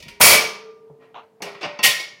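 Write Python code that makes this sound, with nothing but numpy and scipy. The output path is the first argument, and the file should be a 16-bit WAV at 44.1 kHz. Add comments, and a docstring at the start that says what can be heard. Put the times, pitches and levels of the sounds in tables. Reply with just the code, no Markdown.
"""A stuck metal ceiling vent, slammed with a fist, then gripped and forced until its louvres snap over.
Each contact chatters through the thin sheet into a small room; frame and louvres ring on.
Single tones sound around the blows, the catch clacks, the cover creaks by stick-slip, over faint room noise.
The two big bangs overload the close microphone."""
import sys
import numpy as np
from scipy import signal
from scipy.io import wavfile

SR = 44100
rng = np.random.default_rng(int(sys.argv[2]) if len(sys.argv) > 2 else 0)


def to_wav(s):
    """Save 16-bit WAV."""
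    ch = np.atleast_2d(s).T  # columns
    pcm = np.round(np.clip(ch, -1, 1) * 32767)  # PCM
    wavfile.write(sys.argv[1], SR, pcm.astype(np.int16))


N = 97020

# Centres of the seven bands of a blow's spectrum, in Hz.
BAND_CENTRES_HZ = [50, 140, 400, 1000, 2600, 5000, 11000]


def vent():
    """Blows crash through the sheet and ring frame and louvres as hard as they drive each pitch."""
    # Each row: start, rise and chatter in seconds, seven band levels in dB, frame and louvre share in dB.
    blows = [(0.0, 0.00033, 0.0065, -40, -71, -48, -66.5, -51, -47, -61, -8, -13),
             (0.025, 0.0011, 0.00081, -42, -45.5, -62, -65, -45, -48.5, -57.5, -11.5, -1.5),
             (0.057, 0.0012, 0.0058, -35, -44.5, -46.5, -70, -54, -67, -88.5, 3, -35),
             (0.08, 0.0021, 0.0046, -36, -69, -48.5, -55.5, -39.5, -44, -54, -7.5, -11.5),
             (0.2, 0.0062, 0.0028, -34, -32.5, -20.5, -24, -27.5, -33, -23.5, -15, -19),
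             (0.2098, 0.0013, 0.0044, -30.5, -33.5, -30, -12.5, -10.5, -14, -8, -21, -19),
             (0.211, .001, 0.1, -18, -25.5, -14.5, -10.5, -6, -5, -1.5, 2, -20),
             (0.295, 0.013, 0.04, -30, -29.5, -15.5, -19, -9.5, -12, -11.5, -9, -49),
             (0.333, .003, .012, -30, -37.5, -23.5, -20, -24, -22.5, -25.5, -20, -34),
             (0.897, 0.0017, 0.0059, -69.5, -44.5, -50, -57, -89, -93.5, -88.5, -17, -26.5),
             (0.993, 0.026, 0.042, -85, -62, -55, -52, -57.5, -71, -82.5, -26, -6),
             (1.231, 0.00083, 0.0029, -90.5, -71.5, -72, -49.5, -65, -74, -90, -19, -22),
             (1.403, 0.0019, 0.006, -80, -45.5, -42, -47, -67.5, -82, -86, 8, -30),
             (1.420, 0.0011, 0.0037, -85, -43, -31.5, -32.5, -34.5, -35.5, -43, -20, -14),
             (1.438, 0.0037, 0.056, -71, -53, -32.5, -35.5, -38, -45, -91, -16, -15),
             (1.543, 0.0027, 0.011, -69, -50, -44.5, -45.5, -44, -52, -85, -10, -8),
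             (1.608, .002, 0.025, -64.5, -54, -34.5, -40, -35, -39, -64, -28.5, -14),
             (1.628, 0.0025, 0.026, -59, -36, -33, -28, -29.5, -36, -64.5, -31, -11.5),
             (1.789, 0.0016, 0.0023, -58, -40, -32.5, -34, -39, -40.5, -75, -14, -2),
             (1.8289, 0.005, 0.038, -50, -32, -30, -23.5, -10.5, -13.5, -12, -14.5, -2),
             (1.996, 0.00088, 0.015, -76, -64, -36.5, -54, -36.5, -32, -46, -21, -10.5)]
    # Each row: frequency in Hz, level in dB re the blow at that pitch plus its share, T60 in seconds.
    frame_modes = [(200, -17, 1.4), (412.3, -16.5, 1.9), (441.1, -16.5, 1.8), (445.4, -18, 3.4),
                   (610, -12, 0.84), (946, -10, 0.69), (1188, -9.5, 0.87), (1376, -15, 0.71),
                   (2035, -10, .42), (2270, 0, .38), (2299, 5.5, 0.45), (2574, -5, .36), (2604, -8, 0.37),
                   (2732, -8, 0.37), (3180, -10.5, .47), (4803, -9.5, 0.19), (5100, -7, .48),
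                   (5504, -6.5, .45), (8680, -10, .27), (9671, -7.5, .32), (9710, -12.5, 0.27)]
    louvre_modes = [(587, 1.5, 0.68), (1040, 4, 0.46), (1823, -3.5, 0.69), (1885, 6.5, 0.44),
                    (2150, -6, 0.6), (2302, -3.5, 0.47), (2494, -4, .3), (2650, -9, 0.23), (2775, -5, 0.29),
                    (2930, -5, 0.31), (3430, -3, 0.42), (3758, -4, 0.43), (4305, -9, .6),
                    (4480, -2.5, 0.27), (5250, -7.5, 0.35), (5640, -4.5, .52), (6390, -7, 0.2),
                    (6740, -9.5, 0.43), (8000, -10, 0.2)]
    out = np.zeros(N)
    for start_s, rise_s, chatter_s, *band_db, frame_db, louvre_db in blows:
        add(out, start_s, sheet_crash(rise_s, chatter_s, band_db))
        drive = list(zip(BAND_CENTRES_HZ, band_db))
        for modes, share_db in ((frame_modes, frame_db), (louvre_modes, louvre_db)):
            driven = [(hz, db + share_db + read(drive, hz), t60_s) for hz, db, t60_s in modes]
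            add(out, start_s, ring(driven, rise_s + chatter_s / 2))
    return out


def sheet_crash(rise_s, chatter_s, band_db, spots=4, ripple_db=3, ripple_step_hz=90.35):
    """Clicks land on several spots of the sheet, each with its own dense response."""
    band_widths_hz = [65, 130, 400, 900, 2000, 3500, 9000]
    # Sheet metal colour. Each row: frequency in Hz, gain in dB.
    sheet_eq = [(25, -1.5), (75, 0.5), (105, -6.5), (155, 1), (260, -7.5), (600, 0.5), (800, -0.5),
                (1400, -3), (1680, -6), (2000, 0.5), (2280, 3), (2850, 0), (3300, -2), (3950, -3.5),
                (4400, 0.5), (5550, -.5), (7200, -3), (10000, 0.5), (16000, -4)]
    clicks = chatter(rise_s, chatter_s)
    spot = rng.integers(0, spots, len(clicks))
    sound = sum(signal.fftconvolve(clicks * (spot == k), contact_response()) for k in range(spots))
    density_db = np.array(band_db) - 10 * np.log10(np.array(band_widths_hz) / (SR / 2))
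    spectrum = list(zip(BAND_CENTRES_HZ, density_db))
    ripple = ripple_db * np.clip(rng.standard_normal(512), -2, 2)  # each blow favours its own modes

    def gain_db(hz):
        clusters_db = np.interp(hz / ripple_step_hz, np.arange(len(ripple)), ripple) * hz / (hz + 500)
        return read(spectrum, hz) + read(sheet_eq, hz) + clusters_db

    return colour(sound, gain_db) * np.sqrt(SR / 20)


def chatter(rise_s, length_s, clicks_per_s=2200):
    """Loose metal rattles after a contact: a swelling, fading spray of clicks, total energy 1."""
    t = np.arange(SR // 4) / SR
    force = np.minimum(t / rise_s, 1) * np.exp(-(t / (rise_s + length_s)) ** 4)
    clicks = force * rng.choice([-1., 1.], len(t)) * (rng.random(len(t)) < clicks_per_s / SR)
    clicks[0] = 0.48  # first contact
    return clicks / np.linalg.norm(clicks)


def contact_response(early_db=4.5, early_s=0.01):
    """Sheet and room after one contact: strong early echoes, then a tail dying band by band."""
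    # Each row: frequency in Hz, T60 in seconds.
    decay_times = [(60, .33), (160, .42), (500, 0.51), (1200, 0.55), (2500, 0.48), (6200, 0.44),
                   (7600, 0.33), (14000, 0.27)]
    hz, t, spectra = signal.stft(rng.choice([-1., 1.], SR), SR, nperseg=256)
    fade = amp(-60 * t / read(decay_times, hz)[:, None])
    tail = signal.istft(spectra * fade, SR, nperseg=256)[1][:SR]
    tail *= 1 + amp(early_db) * np.exp(-np.arange(SR) / SR / early_s)
    return tail / np.linalg.norm(tail)


def ring(modes, rise_s):
    """Modes build up and decay; close pairs beat, and room echoes make them waver."""
    t = np.arange(3 * SR // 2) / SR
    out = np.zeros(len(t))
    for hz, db, t60_s in modes:
        age_s = t[:int(1.3 * t60_s * SR)]
        echoes = rng.standard_normal(256) + 1j * rng.standard_normal(256)
        depth = 0.8 * hz / (hz + 900)  # low modes waver less
        wavers_per_s = 22 + 0.011 * hz
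        waver = 1 + depth * np.interp(age_s * wavers_per_s, np.arange(len(echoes)), echoes)
        partial = np.exp(-np.log(1000) * age_s / t60_s + 2j * np.pi * hz * age_s)
        add(out, 0, amp(db) * (waver * partial).imag)
    return out * np.minimum(t / rise_s, 1)


def single_tones():
    """Single tones around the blows: lingering metal rings, short squeals, pops and a low thud."""
    # Each row: start in seconds, frequency in Hz, level in dB, rise and T60 in seconds.
    tones = [(0.0, 946, -50, 0.081, 3.1), (0.09, 408, -45, 0.046, 1.5), (0.211, 1390, 1.5, 0.0018, 0.019),
             (0.212, 9760, -10.5, .003, .14), (0.335, 597, -3.5, 0.0081, 0.081),
             (0.365, 2290, -14, .025, 0.39), (0.9, 143, -37.5, .015, 0.225),
             (0.96, 262, -48.5, 0.077, 0.55), (1.421, 404.3, -37, 0.0087, 1.4),
             (1.645, 587, -22.5, 0.021, 0.44), (1.995, 2197, -22.5, 0.0068, 0.33)]
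    out = np.zeros(N)
    for start_s, hz, db, rise_s, t60_s in tones:
        add(out, start_s, ring([(hz, db, t60_s)], rise_s))
    return out


def catch(pivot_hz=2790):
    """The stiff catch holding the louvres slips in short, hard clacks."""
    # Each row: frequency in Hz, level in dB, T60 in seconds.
    catch_modes = [(2688, -1, 0.16), (2850, -4, 0.18), (4640, -5, 0.042), (5600, -7, 0.091),
                   (6250, -4, 0.036)]
    # Each row: start in seconds, level in dB, tilt in dB per octave.
    clacks = [(1.4199, -29.5, 5), (1.63, -24, -3.5), (1.789, -26, -4), (1.831, -10, -9.5), (1.844, -15, 8)]
    out = np.zeros(N)
    for start_s, clack_db, tilt in clacks:
        tilted = [(hz, clack_db + db + tilt * np.log2(hz / pivot_hz), t60_s)
                  for hz, db, t60_s in catch_modes]
        add(out, start_s, ring(tilted, rise_s=0.0014))
    return out


def creak(start_s=1.144, length_s=0.078, slips_per_s=120, jitter=0.0962, level_db=-36.5, room_db=10):
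    """Stick-slip under the hand: the forced cover gives a short, uneven run of ticks."""
    # Each row: frequency in Hz, gain in dB.
    creak_eq = [(50, -38), (170, -17), (450, -9.5), (750, 0), (1000, 2), (1400, -5), (1900, -18),
                (2700, -10.5), (4000, -18), (4700, -38), (6300, -34.5), (8000, -58), (16000, -53.5)]
    slips, out = np.zeros(SR // 2), np.zeros(N)
    damping = np.exp(-np.arange(SR) / SR / 0.033)  # the grip shortens the tail
    times_s = np.cumsum(1 + jitter * rng.standard_normal(32)) / slips_per_s
    for slip_s in times_s - times_s[0]:
        if slip_s < length_s:
            tick = amp(room_db) * contact_response() * damping
            tick[0] += 1  # direct sound
            progress = (slip_s + 1 / slips_per_s) / (length_s + 2 / slips_per_s)
            add(slips, slip_s, tick * np.sin(np.pi * np.sqrt(progress)))
    sound = colour(slips, lambda hz: read(creak_eq, hz))
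    add(out, start_s, amp(level_db) * sound / np.linalg.norm(sound) * np.sqrt(length_s * SR))
    return out


def room_noise(rms_db=-58):
    """Faint steady air in the room."""
    # Each row: frequency in Hz, relative density in dB.
    air_spectrum = [(25, -15), (70, -6.5), (150, 4.5), (300, -1.5), (600, -2), (1100, -11.5), (2500, -22),
                    (6000, -29), (15000, -33.5)]
    air = colour(rng.standard_normal(N), lambda hz: read(air_spectrum, hz))
    return amp(rms_db) * air / np.sqrt(np.mean(air ** 2))


def amp(db):
    """Decibels to gain."""
    return 10 ** (np.asarray(db) / 20)


def read(points, hz):
    """Interpolates (Hz, value) rows on a log-frequency axis."""
    points_hz, values = np.transpose(points)
    return np.interp(np.log(hz + 1), np.log(points_hz + 1), values)


def add(mix, start_s, sound):
    """Mixes a sound in, in place."""
    part = mix[max(round(start_s * SR), 0):][:len(sound)]
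    part += sound[:len(part)]


def colour(x, gain_db, size=4096):
    """Causal filter shaped by gain_db(hz)."""
    log_gain = np.log(amp(gain_db(abs(np.fft.fftfreq(size, 1 / SR)))))
    taps = np.fft.ifft(np.exp(np.conj(signal.hilbert(log_gain)))).real
    return signal.fftconvolve(x, taps[:size // 2])[:len(x)]


def scene():
    """One microphone, the same in both channels."""
    return np.tile(vent() + single_tones() + catch() + creak() + room_noise(), (2, 1))


def record(dry):
    """The input overloads; then deep bass and top are cut."""
    ceiling, knee = 0.64, 4.24
    low_cut_hz, high_cut_hz = 110, 15900
    clipped = dry / (6 + abs(dry / ceiling) ** knee) ** (1 / knee)
    thinned = signal.lfilter(*signal.butter(2, low_cut_hz, "high", fs=SR), clipped)
    lowpass_taps = signal.firwin(255, high_cut_hz, window=("kaiser", 7), fs=SR)
    return signal.oaconvolve(thinned, lowpass_taps[None], "same")


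dry = scene()
out = record(dry)
to_wav(out)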